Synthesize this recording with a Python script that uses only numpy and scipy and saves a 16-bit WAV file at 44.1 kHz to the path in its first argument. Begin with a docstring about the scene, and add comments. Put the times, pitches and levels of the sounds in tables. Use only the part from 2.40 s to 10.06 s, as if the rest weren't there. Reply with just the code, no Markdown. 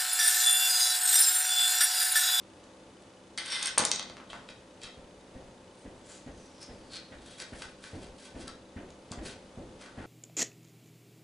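"""Knife and squash in a kitchen

Close to a pair of microphones, just left of centre, a steel knife slides over a cutting board and is
let go: the handle knocks and the blade bounces. A spoon is picked up and scrapes the wet seeds out of
a squash half in short strokes. Farther off, dull, even thumps, like someone walking in the next room,
grow louder over the hum of a fridge."""
import sys
import numpy as np
from scipy import signal
from scipy.fft import rfft, irfft
from scipy.io import wavfile

SR = 44100
rng = np.random.default_rng(int(sys.argv[2]) if len(sys.argv) > 2 else 0)


def waveform_to_disk(signal):
    """Save audio, clipped to [-1, 1], as 16-bit WAV at the path in sys.argv[1]."""
    frames = np.transpose(np.atleast_2d(signal))
    scaled = np.clip(frames, -1, 1) * 32767
    samples = np.round(scaled).astype(np.int16)
    wavfile.write(sys.argv[1], SR, samples)


N = 337806

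# Levels are relative within each table; the functions set the balance.
# the fridge's tones: pitch_hz, level_db
FRIDGE_TONES = [(193.8, -65.5), (257.5, -67), (328.4, -67.5), (516.3, -65), (575.5, -65.5), (888, -72.5),
                (2552, -81), (3499, -78.5), (4570, -84), (6352, -83)]
# broad spectra of the room tone and of each contact: frequency_hz, level_db
RUSH_SPECTRUM = [(20, -37), (48, -6), (160, -5.5), (220, -6.5), (300, -3), (520, -4), (620, -8), (900, -10),
                 (1600, -16.5), (3000, -21), (4000, -21.5), (5000, -23.5), (8000, -26), (11000, -31)]
BUZZ_SPECTRUM = [(1000, -22), (2800, -5), (7000, -7), (11000, -7.5)]
TAP_SPECTRUM = [(40, -40), (200, -30), (700, -21), (1400, -1.5), (2300, 0.5), (3800, 7.5), (6000, -0.5),
                (9500, -6), (11000, -15)]
SLIDE_SPECTRUM = [(40, -57.5), (200, -28), (600, -11.5), (900, -6), (1600, -1.5), (2600, -2.5),
                  (4500, -0.5), (5700, -5), (7000, -21), (8000, -9), (9500, -5.5), (11000, -16)]
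CLINK_SPECTRUM = [(40, -51.5), (200, -34), (800, -18), (2000, -11), (2900, -9.5), (4000, 2), (5500, 1.5),
                  (6900, -2), (8300, -2), (9300, 0.5), (10200, -7), (11000, -7)]
KNOCK_SPECTRUM = [(40, -24.5), (100, -11.5), (250, -5.5), (500, -2.5), (800, 0.5), (1200, -4), (1800, -7.5),
                  (3000, -11), (6000, -27), (11000, -39.5)]
SCRAPE_SPECTRUM = [(200, -9.5), (900, -6), (1400, -7), (2500, -1.5), (4000, -1), (6000, -2), (8500, -3.5),
                   (10000, -0.5), (11000, -13)]
HEEL_SPECTRUM = [(25, -45), (50, -9.5), (90, -0.5), (160, -17), (250, 1.5), (340, -15), (600, -15),
                 (2000, -47)]
FLOOR_SPECTRUM = [(25, -0.5), (55, 8), (120, -2), (250, 2), (370, -3), (550, -2), (800, -7.5),
                  (1200, -21.5), (3000, -44), (8000, -60)]
SOLE_SPECTRUM = [(300, -6), (750, 4), (1200, -2.5), (1550, 7), (1900, -0.5), (2400, 0.5), (3500, -11),
                 (5500, -29), (11000, -34)]
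# resonances standing above those spectra: pitch_hz, width_hz, lift_db (sign ignored)
LOOSE_PART_MODES = [(2980, 130, 22.5), (3140, 98, 5.5), (3840, 220, 17), (4920, 92, 15.5), (6430, 200, 15)]
SPOON_MODES = [(1534, 89, 9.5), (2320, 120, 6.5), (3470, 470, 2.5), (4540, 1100, 3.5), (8020, 370, 5)]
BLADE_MODES = [(1525, 70, 6.5), (2052, 90, 9), (2550, 54, 8.5), (3090, 68, 11), (3280, 67, 8.5),
               (3615, 60, 13.5), (4010, 40, 8.5), (4470, 51.3, 9.5), (5040, 100, 8), (5270, 90, 2),
               (5370, 42, 1), (5897, 50, 10.5), (6550, 196, 11), (6960, 170, -3.5), (7380, 60, 13),
               (8380, 81, 13.5), (8350, 97, 14), (9270, 41, 11), (9470, 170, 7.5), (10420, 114, 6.5)]
KNOCK_MODES = [(238, 68, 8), (340, 32, 2.2), (935, 45, 3.92), (1200, 110, 6.5), (1460, 46.8, 7.5)]
HEEL_MODES = [(94, 110, 10), (244, 34, 7.6)]
FLOOR_MODES = [(255, 45, 3.3)]
SOLE_MODES = [(760, 120, 3), (1890, 210, 3.1), (3200, 440, 5)]
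# small taps of the utensils: start_s, level_db, tilt_db_per_octave, spot_pitch_hz
UTENSIL_TAPS = [(.24, -58, 4, 7300), (.6226, -60, 6, 7800), (1.901, -45.5, -4, 3300),
                (2.0883, -43, -4.5, 2580), (2.4168, -49, 8, 2420), (2.434, -43.5, 4, 8100),
                (4.2292, -47.5, 11, 5540), (5.001, -39.5, 2.5, 1490), (5.2215, -41.5, -1.5, 1470),
                (5.4396, -44, -2.5, 1530), (6.079, -40.5, 9.5, 3860), (6.5043, -54, 1, 6800),
                (6.7177, -40, 5, 7500)]
# pressure of the blade sliding over the board: time_s, level_db
SLIDE_PRESSURE = [(0.98, -29.5), (1.004, -47), (1.08, -39), (1.118, -33), (1.202, -36.5), (1.276, -35.5),
                  (1.285, -32.5)]
# moments when the edge sticks and sings: peak_s, level_db, length_s
EDGE_SQUEALS = [(1.124, -38.5, 0.036), (1.264, -38, 0.014)]
# modes in which the blade sings: pitch_hz, level_db
SQUEAL_TONES = [(3550, -3.5), (5522, 4.5), (5690, -14), (8325, -3)]
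# the blade striking the board: start_s, level_db, tilt_db_per_octave
BLADE_CLINKS = [(.9762, -31.5, -6), (1.0606, -41, 13), (1.2282, -29, 6.5), (1.2578, -27, 9.5),
                (1.2715, -29, 6), (1.3798, -21, 8), (1.3812, -14.5, 1), (1.392, -26, -2),
                (1.404, -28.5, -4), (1.4512, -19.5, 3.5), (1.5153, -19.5, -2.5), (1.5597, -30.5, -6.5),
                (1.595, -30, -6.5), (1.627, -39, -9), (1.698, -40, -12.5)]
# handle knocks on the counter, and a later dull thump like a step: start_s, level_db, tilt_db_per_octave
KNOCKS_AND_THUMP = [(1.3772, -23, 2), (1.398, -29.5, -5), (1.422, -29, -3), (1.438, -32, 8.5),
                    (1.769, -45, 5.5), (1.802, -47, 1.5), (1.932, -38.5, 1.5), (1.962, -48, -2.5),
                    (6.712, -34.5, -12.5), (6.724, -39, -3)]
# the spoon dragged as it is picked up and set to the squash: peak_s, level_db, length_s, pitch_hz
SPOON_RUBS = [(1.914, -51, 0.032, 3330), (1.94, -56.5, 0.11, 1420), (2.097, -53, 0.034, 4400),
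              (2.45, -47, 0.044, 3670)]
# footfalls in the next room: start_s, floor_db, heel_db, sole_db
FOOTFALLS = [(2.57, -53.5, -47, -76), (2.947, -49.5, -48, -67), (3.449, -50, -47, -62),
             (3.86, -48, -45, -59.5), (4.284, -49, -49.5, -61), (4.71, -51, -49, -54.5),
             (5.12, -49, -39, -53), (5.529, -44.5, -38, -60.5), (5.944, -45, -42.5, -59),
             (6.359, -47, -40, -54.5), (6.772, -44.5, -41.5, -55.5), (7.172, -46, -41.5, -67.5),
             (7.573, -45.5, -40.5, -55.5)]
# the long dig, in which the spoon drags on between strokes: time_s, level_db
DIG_PRESSURE = [(3.3, -76), (3.39, -66), (3.52, -73), (3.9, -66.5), (4.4, -67), (4.7, -71.5), (4.97, -64)]
# strokes through the seeds: peak_s, level_db, length_s, colour_db
SEED_STROKES = [(3.713, -51, 0.084, -10), (3.77, -54.5, .075, -3), (4.017, -61.5, .12, -2),
                (4.231, -51.5, 0.048, -7), (4.546, -44, 0.059, 5), (4.907, -56, 0.21, -16),
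                (5.005, -41.5, .038, 4.5), (5.196, -55, 0.17, -6), (5.225, -44.5, 0.029, 12),
                (5.45, -52.5, 0.061, 3), (5.53, -59.5, 0.23, 5), (5.645, -58.5, 0.084, 6),
                (5.84, -53, 0.11, 2.5), (6.011, -52.5, 0.073, 4.5), (6.084, -46.5, 0.027, 15.5),
                (6.726, -51, 0.024, 2), (6.854, -46, .026, 5), (6.881, -45, 0.066, 3.5),
                (7.417, -47.5, 0.023, 9.5), (7.458, -56.5, 0.11, 15), (7.643, -54.5, 0.14, 19.5)]
# likeness of the two microphones in diffuse sound: frequency_hz, coherence (0-1)
MIC_COHERENCE = [(60, 1), (250, .98), (500, .92), (1000, 0.6), (4000, 0.63), (9000, 0.7)]
# ring time of the kitchen: frequency_hz, t60_s
KITCHEN_DECAY = [(100, 4), (400, 0.44), (1500, 0.41), (4000, 0.43), (7000, 0.32), (11000, 0.22)]
# strength of the kitchen's reverberation: frequency_hz, level_db
KITCHEN_SEND = [(100, -6.5), (1000, 4.5), (3500, -0.5), (6000, -2), (10000, -7.5)]

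BAND_EDGE_HZ = 11130


def amp(db):
    """Decibels to gain."""
    return 10 ** (np.asarray(db) / 20)


def unit_rms(x):
    """Scales to an rms of one."""
    return x / np.sqrt(np.mean(x ** 2) + 1e-20)


def value_at(points, hz):
    """Reads a curve on a log-frequency axis."""
    point_hz, value = np.transpose(points)
    return np.interp(np.log(hz + 1), np.log(point_hz), value)


def add(mix, start_s, sound):
    """Mixes a sound in at start_s."""
    part = mix[max(round(start_s * SR), 0):][:len(sound)]
    part += sound[:len(part)]


def envelope(curve):
    """Gain that follows a curve of (time_s, level_db) and is silent outside it."""
    time_s, db = np.transpose(curve)
    return amp(np.interp(np.arange(N) / SR, time_s, db, left=-150, right=-150))


def swell(peak_s, db, length_s):
    """Gain of one rub: the force builds to a rounded peak and lets go at the same rate."""
    from_peak = abs(np.arange(N) / SR - peak_s) / (length_s / 2)
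    return amp(db) * np.exp(-from_peak ** 1.6) * (from_peak < 8)


def drift(per_s, size=4096):
    """Slow random wander with an rms of one."""
    return unit_rms(np.interp(np.arange(N) / SR * per_s, np.arange(size), rng.standard_normal(size)))


def tone(hz, waver_hz, per_s):
    """A tone of rms one whose pitch wavers."""
    return np.sqrt(2) * np.sin(2 * np.pi * np.cumsum(hz + waver_hz * drift(per_s)) / SR)


def slips(per_s, spread_db):
    """Friction as a dense train of tiny slips of uneven size."""
    chance, size, sign = rng.random((3, N))
    size_db = spread_db * np.minimum(-np.log(size + 1e-9), 4)
    return unit_rms((chance < per_s / SR) * amp(size_db) * np.sign(sign - .5))


def body(spectrum, modes=(), tilt_db=0, size=8192):
    """Causal unit-energy response of an object with a broad spectrum, modes and a tilt per octave."""
    hz = abs(np.fft.fftfreq(size, 1 / SR))
    db = value_at(spectrum, hz) + tilt_db * np.log2(np.clip(hz, 100, BAND_EDGE_HZ) / 1000)
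    peaks = sum((amp(abs(lift_db)) ** 2 - 1) / (1 + (2 * (hz - pitch_hz) / width_hz) ** 2)
                for pitch_hz, width_hz, lift_db in modes)
    db += 10 * np.log10(1 + peaks)
    db -= 30 * np.clip(hz / BAND_EDGE_HZ - 1, 0, 1)
    minimum_phase = np.exp(np.conj(signal.hilbert(np.log(amp(db)))))
    response = np.fft.ifft(minimum_phase).real[:size // 2]
    return response / np.linalg.norm(response)


def resonate(x, hz, width_hz):
    """A resonance of gain one that follows the curve hz."""
    turn = np.exp(2j * np.pi * np.cumsum(hz) / SR)
    pole = np.exp(-np.pi * width_hz / SR)
    return 2 * (turn * signal.lfilter([1 - pole], [1, -pole], x / turn + 1e-18)).real


def blows(table, spectrum, modes, chatter, chatter_s):
    """Each blow is a sharp push and a brief chatter, ringing the object and any spot given for it."""
    out, t = np.zeros(N), np.arange(2048) / SR
    for start_s, db, tilt_db, *spot_hz in table:
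        push = rng.standard_normal(len(t)) * np.exp(-t / chatter_s)
        push *= chatter / np.linalg.norm(push)
        push[0] += 1
        spot = [(hz, 0.18 * hz, 13.5) for hz in spot_hz]  # pitch_hz, width_hz, lift_db
        hit = signal.fftconvolve(push, body(spectrum, modes + spot, tilt_db))
        add(out, start_s, amp(db) * hit / np.linalg.norm(hit) * np.sqrt(.003 * SR))
    return out


def scrape(force, modes, tilt_db=0):
    """Slips under a changing force come in clumps, ringing the spoon and whatever it touches."""
    out, touching = np.zeros(N), np.flatnonzero(force)
    friction = force * unit_rms(slips(per_s=2400, spread_db=2) * amp(2.85 * drift(per_s=130)))
    response = body(SCRAPE_SPECTRUM, SPOON_MODES + modes, tilt_db)
    add(out, touching[0] / SR, signal.fftconvolve(friction[touching[0]:touching[-1]], response))
    return out


def disperse(x, delay_s):
    """Bending waves in steel: the highs run ahead and the lows arrive a little later."""
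    hz = np.fft.rfftfreq(N, 1 / SR)
    lag_cycles = delay_s * (2 * np.sqrt(hz * BAND_EDGE_HZ) - hz)
    return irfft(rfft(x) * np.exp(-2j * np.pi * lag_cycles), N)


def delayed(x, delay_s):
    """The same sound a moment later, as off a hard surface nearby."""
    return np.interp(np.arange(N) - delay_s * SR, np.arange(N), x, left=0)


def mic_pair(pair):
    """Makes two unrelated signals as alike as two closely spaced microphones hear them."""
    mid, side = rfft(pair)
    coherence = value_at(MIC_COHERENCE, np.fft.rfftfreq(pair.shape[1], 1 / SR))
    mid *= np.sqrt((1 + coherence) / 2)
    side *= np.sqrt((1 - coherence) / 2)
    return irfft([mid + side, mid - side], pair.shape[1])


def fridge(turns_per_s=29.9):
    """Room tone: the rush and wavering hum of a fridge whose compressor shakes a loose part each turn."""
    rush_gain = amp(value_at(RUSH_SPECTRUM, np.fft.rfftfreq(N, 1 / SR)))
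    rush = irfft(rfft(rng.standard_normal((2, N))) * rush_gain, N)
    hum = sum(amp(db) * tone(hz, waver_hz=2.553, per_s=14) for hz, db in FRIDGE_TONES)
    turn = (np.arange(N) / SR * turns_per_s) % 1
    shaking = unit_rms(rng.standard_normal((2, N)) * np.exp(-turn / 0.17))
    loose_part = body(BUZZ_SPECTRUM, LOOSE_PART_MODES)
    buzz = signal.oaconvolve(mic_pair(shaking), loose_part[None], axes=1)[:, :N]
    rush_db = -55.05 + .5 * drift(per_s=5.9)
    return amp(rush_db) * unit_rms(mic_pair(rush)) + hum + amp(-71.5) * buzz


def utensil_taps():
    """Light taps near the microphones send bending waves through the steel."""
    taps = blows(UTENSIL_TAPS, TAP_SPECTRUM, SPOON_MODES, chatter=1, chatter_s=0.002)
    return disperse(taps, delay_s=0.000619)


def knife():
    """Close up, the edge grates and sings on the board; the handle lands, the blade bounces to rest."""
    # the edge catches and lets go, so the grating comes in clumps
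    grating = slips(per_s=3900, spread_db=2.5) * envelope(SLIDE_PRESSURE) * amp(2 * drift(per_s=220))
    slide = signal.oaconvolve(grating, body(SLIDE_SPECTRUM, BLADE_MODES))[:N]
    sticking = sum(swell(*row) for row in EDGE_SQUEALS)
    singing = sum(amp(db) * tone(hz, waver_hz=68, per_s=400) * amp(2.7 * drift(per_s=520) - 2.5)
                  for hz, db in SQUEAL_TONES)
    # the board damps the blade, widening its resonances
    damped = [(hz, 1.5 * width_hz, db) for hz, width_hz, db in BLADE_MODES]
    clinks = blows(BLADE_CLINKS, CLINK_SPECTRUM, damped, chatter=0.77, chatter_s=.0012)
    clinks = disperse(clinks, delay_s=0.00091)
    clinks += amp(-12) * delayed(clinks, delay_s=.00153)
    knocks = blows(KNOCKS_AND_THUMP, KNOCK_SPECTRUM, KNOCK_MODES, chatter=.7, chatter_s=0.022)
    return amp(-3) * slide + amp(-1) * sticking * singing + clinks + amp(1.5) * knocks


def spoon_pickup():
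    """The spoon drags as it is picked up, each rub ringing at the pitch of its contact."""
    return sum(scrape(swell(peak_s, db, length_s), [(hz, 0.38 * hz, 9)], tilt_db=-3)
               for peak_s, db, length_s, hz in SPOON_RUBS)


def footsteps(floor_t60_s=0.9, scuff_t60_s=0.36):
    """A room away the heel thumps, the floor rumbles and groans upward under load, the sole scuffs."""
    out, t = np.zeros((2, N)), np.arange(SR * 3 // 4) / SR
    floor, sole = body(FLOOR_SPECTRUM, FLOOR_MODES), body(SOLE_SPECTRUM, SOLE_MODES)
    for start_s, floor_db, _, sole_db in FOOTFALLS:
        rumble = amp(floor_db - 60 * t / floor_t60_s) * (1 - np.exp(-t / 0.0048))
        scuff = amp(sole_db - 60 * t / scuff_t60_s) * (1 - np.exp(-t / 0.0013))
        shudder = np.interp(t * 90, np.arange(70), rng.standard_normal((70, 2)) @ [1, 1j])
        groan_hz = 430 - 230 * np.exp(-t / 0.07)
        groan = ((1 + 0.86 * shudder) * np.exp(2j * np.pi * np.cumsum(groan_hz) / SR)).real
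        groan_db = 2.23 * (floor_db + 44.5) - 50.5  # heavy steps make the floor groan much more
        groan_shape = np.exp(-(t / 0.13) ** 3) * (1 - np.exp(-t / 0.0024))
        add(out[0], start_s, amp(groan_db) * groan_shape * groan)
        for channel in out:  # mid, then side
            floor_noise, sole_noise = rng.standard_normal((2, len(t)))
            add(channel, start_s, amp(-0.5) * signal.fftconvolve(floor_noise * rumble, floor))
            add(channel, start_s + .01, signal.fftconvolve(sole_noise * scuff, sole))
    strikes = [(start_s, heel_db, 0) for start_s, _, heel_db, _ in FOOTFALLS]
    heels = blows(strikes, HEEL_SPECTRUM, HEEL_MODES, chatter=0.19, chatter_s=0.0089)
    return amp(3) * mic_pair(out) + amp(5.5) * delayed(heels, delay_s=0.0031)


def sole_squeaks(pitch_hz=1860):
    """A short, narrow squeak of the sole just after each footfall."""
    force = sum(swell(start_s + 0.014, sole_db, length_s=0.021) for start_s, _, _, sole_db in FOOTFALLS)
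    band = resonate(rng.standard_normal(N), np.full(N, pitch_hz), width_hz=160)
    return amp(-1.5) * force * unit_rms(band)


def scooping(shell_hz=1407, shell_width_hz=360, sink_octaves_per_s=.89):
    """Wet fibres tear in strokes; in the long dig the deepening hollow rings at a sinking pitch."""
    t = np.arange(N) / SR
    start_s, end_s = DIG_PRESSURE[0][0], DIG_PRESSURE[-1][0]
    crackle = scrape(envelope(DIG_PRESSURE), modes=[])
    for peak_s, db, length_s, colour_db in SEED_STROKES:
        # the size of colour_db sets the shell's ring; positive dulls the stroke, negative brightens it
        shell = [(shell_hz, shell_width_hz, colour_db)]
        crackle += scrape(swell(peak_s, db, length_s), shell, tilt_db=-0.19 * colour_db)
    hollow_hz = 9400 * 2 ** (-sink_octaves_per_s * np.clip(t - start_s, 0, end_s - start_s))
    lift = amp(12 + drift(per_s=11)) - 1  # the spoon rocks, so the hollow's ring comes and goes
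    # the flesh muffles the crackle while the spoon is buried
    muffled = amp(-5) * (crackle + lift * resonate(crackle, hollow_hz, width_hz=480))
    buried = np.clip((end_s - t) / 0.016 + 1, 0, 1)
    return buried * muffled + (1 - buried) * crackle


def board_reflection(spoon):
    """The board mirrors the spoon toward the microphones, less once it is deep inside the squash."""
    strength = np.interp(np.arange(N) / SR, [2.7, 3.3], [.75, .15])
    return (spoon + strength * delayed(spoon, delay_s=.00155)) / np.sqrt(1 + strength ** 2)


def kitchen(x):
    """Direct sound plus a dense tail from counters and cupboards, each band dying at its own speed."""
    t = np.arange(SR) / SR
    onset = np.clip((t - .002) / 0.0034, 0, 1)
    echoes = rng.standard_normal((2, SR)) * (rng.random((2, SR)) < .15) * onset
    hz, age_s, bands = signal.stft(mic_pair(echoes), SR, nperseg=256)
    t60_s = value_at(KITCHEN_DECAY, hz)[:, None]
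    bands *= amp(value_at(KITCHEN_SEND, hz)[:, None] - 60 * age_s / t60_s)
    bands *= np.sqrt(np.log(1e6) / (t60_s * SR)) / echoes.std()  # a longer ring adds no energy
    tail = signal.istft(bands, SR, nperseg=256)[1]
    return x + signal.fftconvolve(x[None], tail, axes=1)[:, :N]


def pan_left(x, db):
    """Raises the left microphone by db and lowers the right by as much."""
    return x * amp([[db], [-db]])


def scene():
    """Counter, footsteps and fridge all sit just left of the microphones' centre line."""
    blade = knife()
    spoon = amp(1.8) * spoon_pickup() + amp(0.48) * scooping() + amp(1.5) * utensil_taps()
    in_room = kitchen(blade + board_reflection(spoon) + sole_squeaks())
    return pan_left(in_room, db=.4) + pan_left(footsteps(), db=.1) + pan_left(fridge(), db=.3)


def record(dry):
    """The recorder rounds off the loudest peaks, then limits the band."""
    rounded = .75 * np.tanh(dry / .75)
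    lowpass = signal.firwin(401, BAND_EDGE_HZ, window=("kaiser", 8), fs=SR)
    return signal.oaconvolve(rounded, lowpass[None], "same")


dry = scene()
out = record(dry)
waveform_to_disk(out)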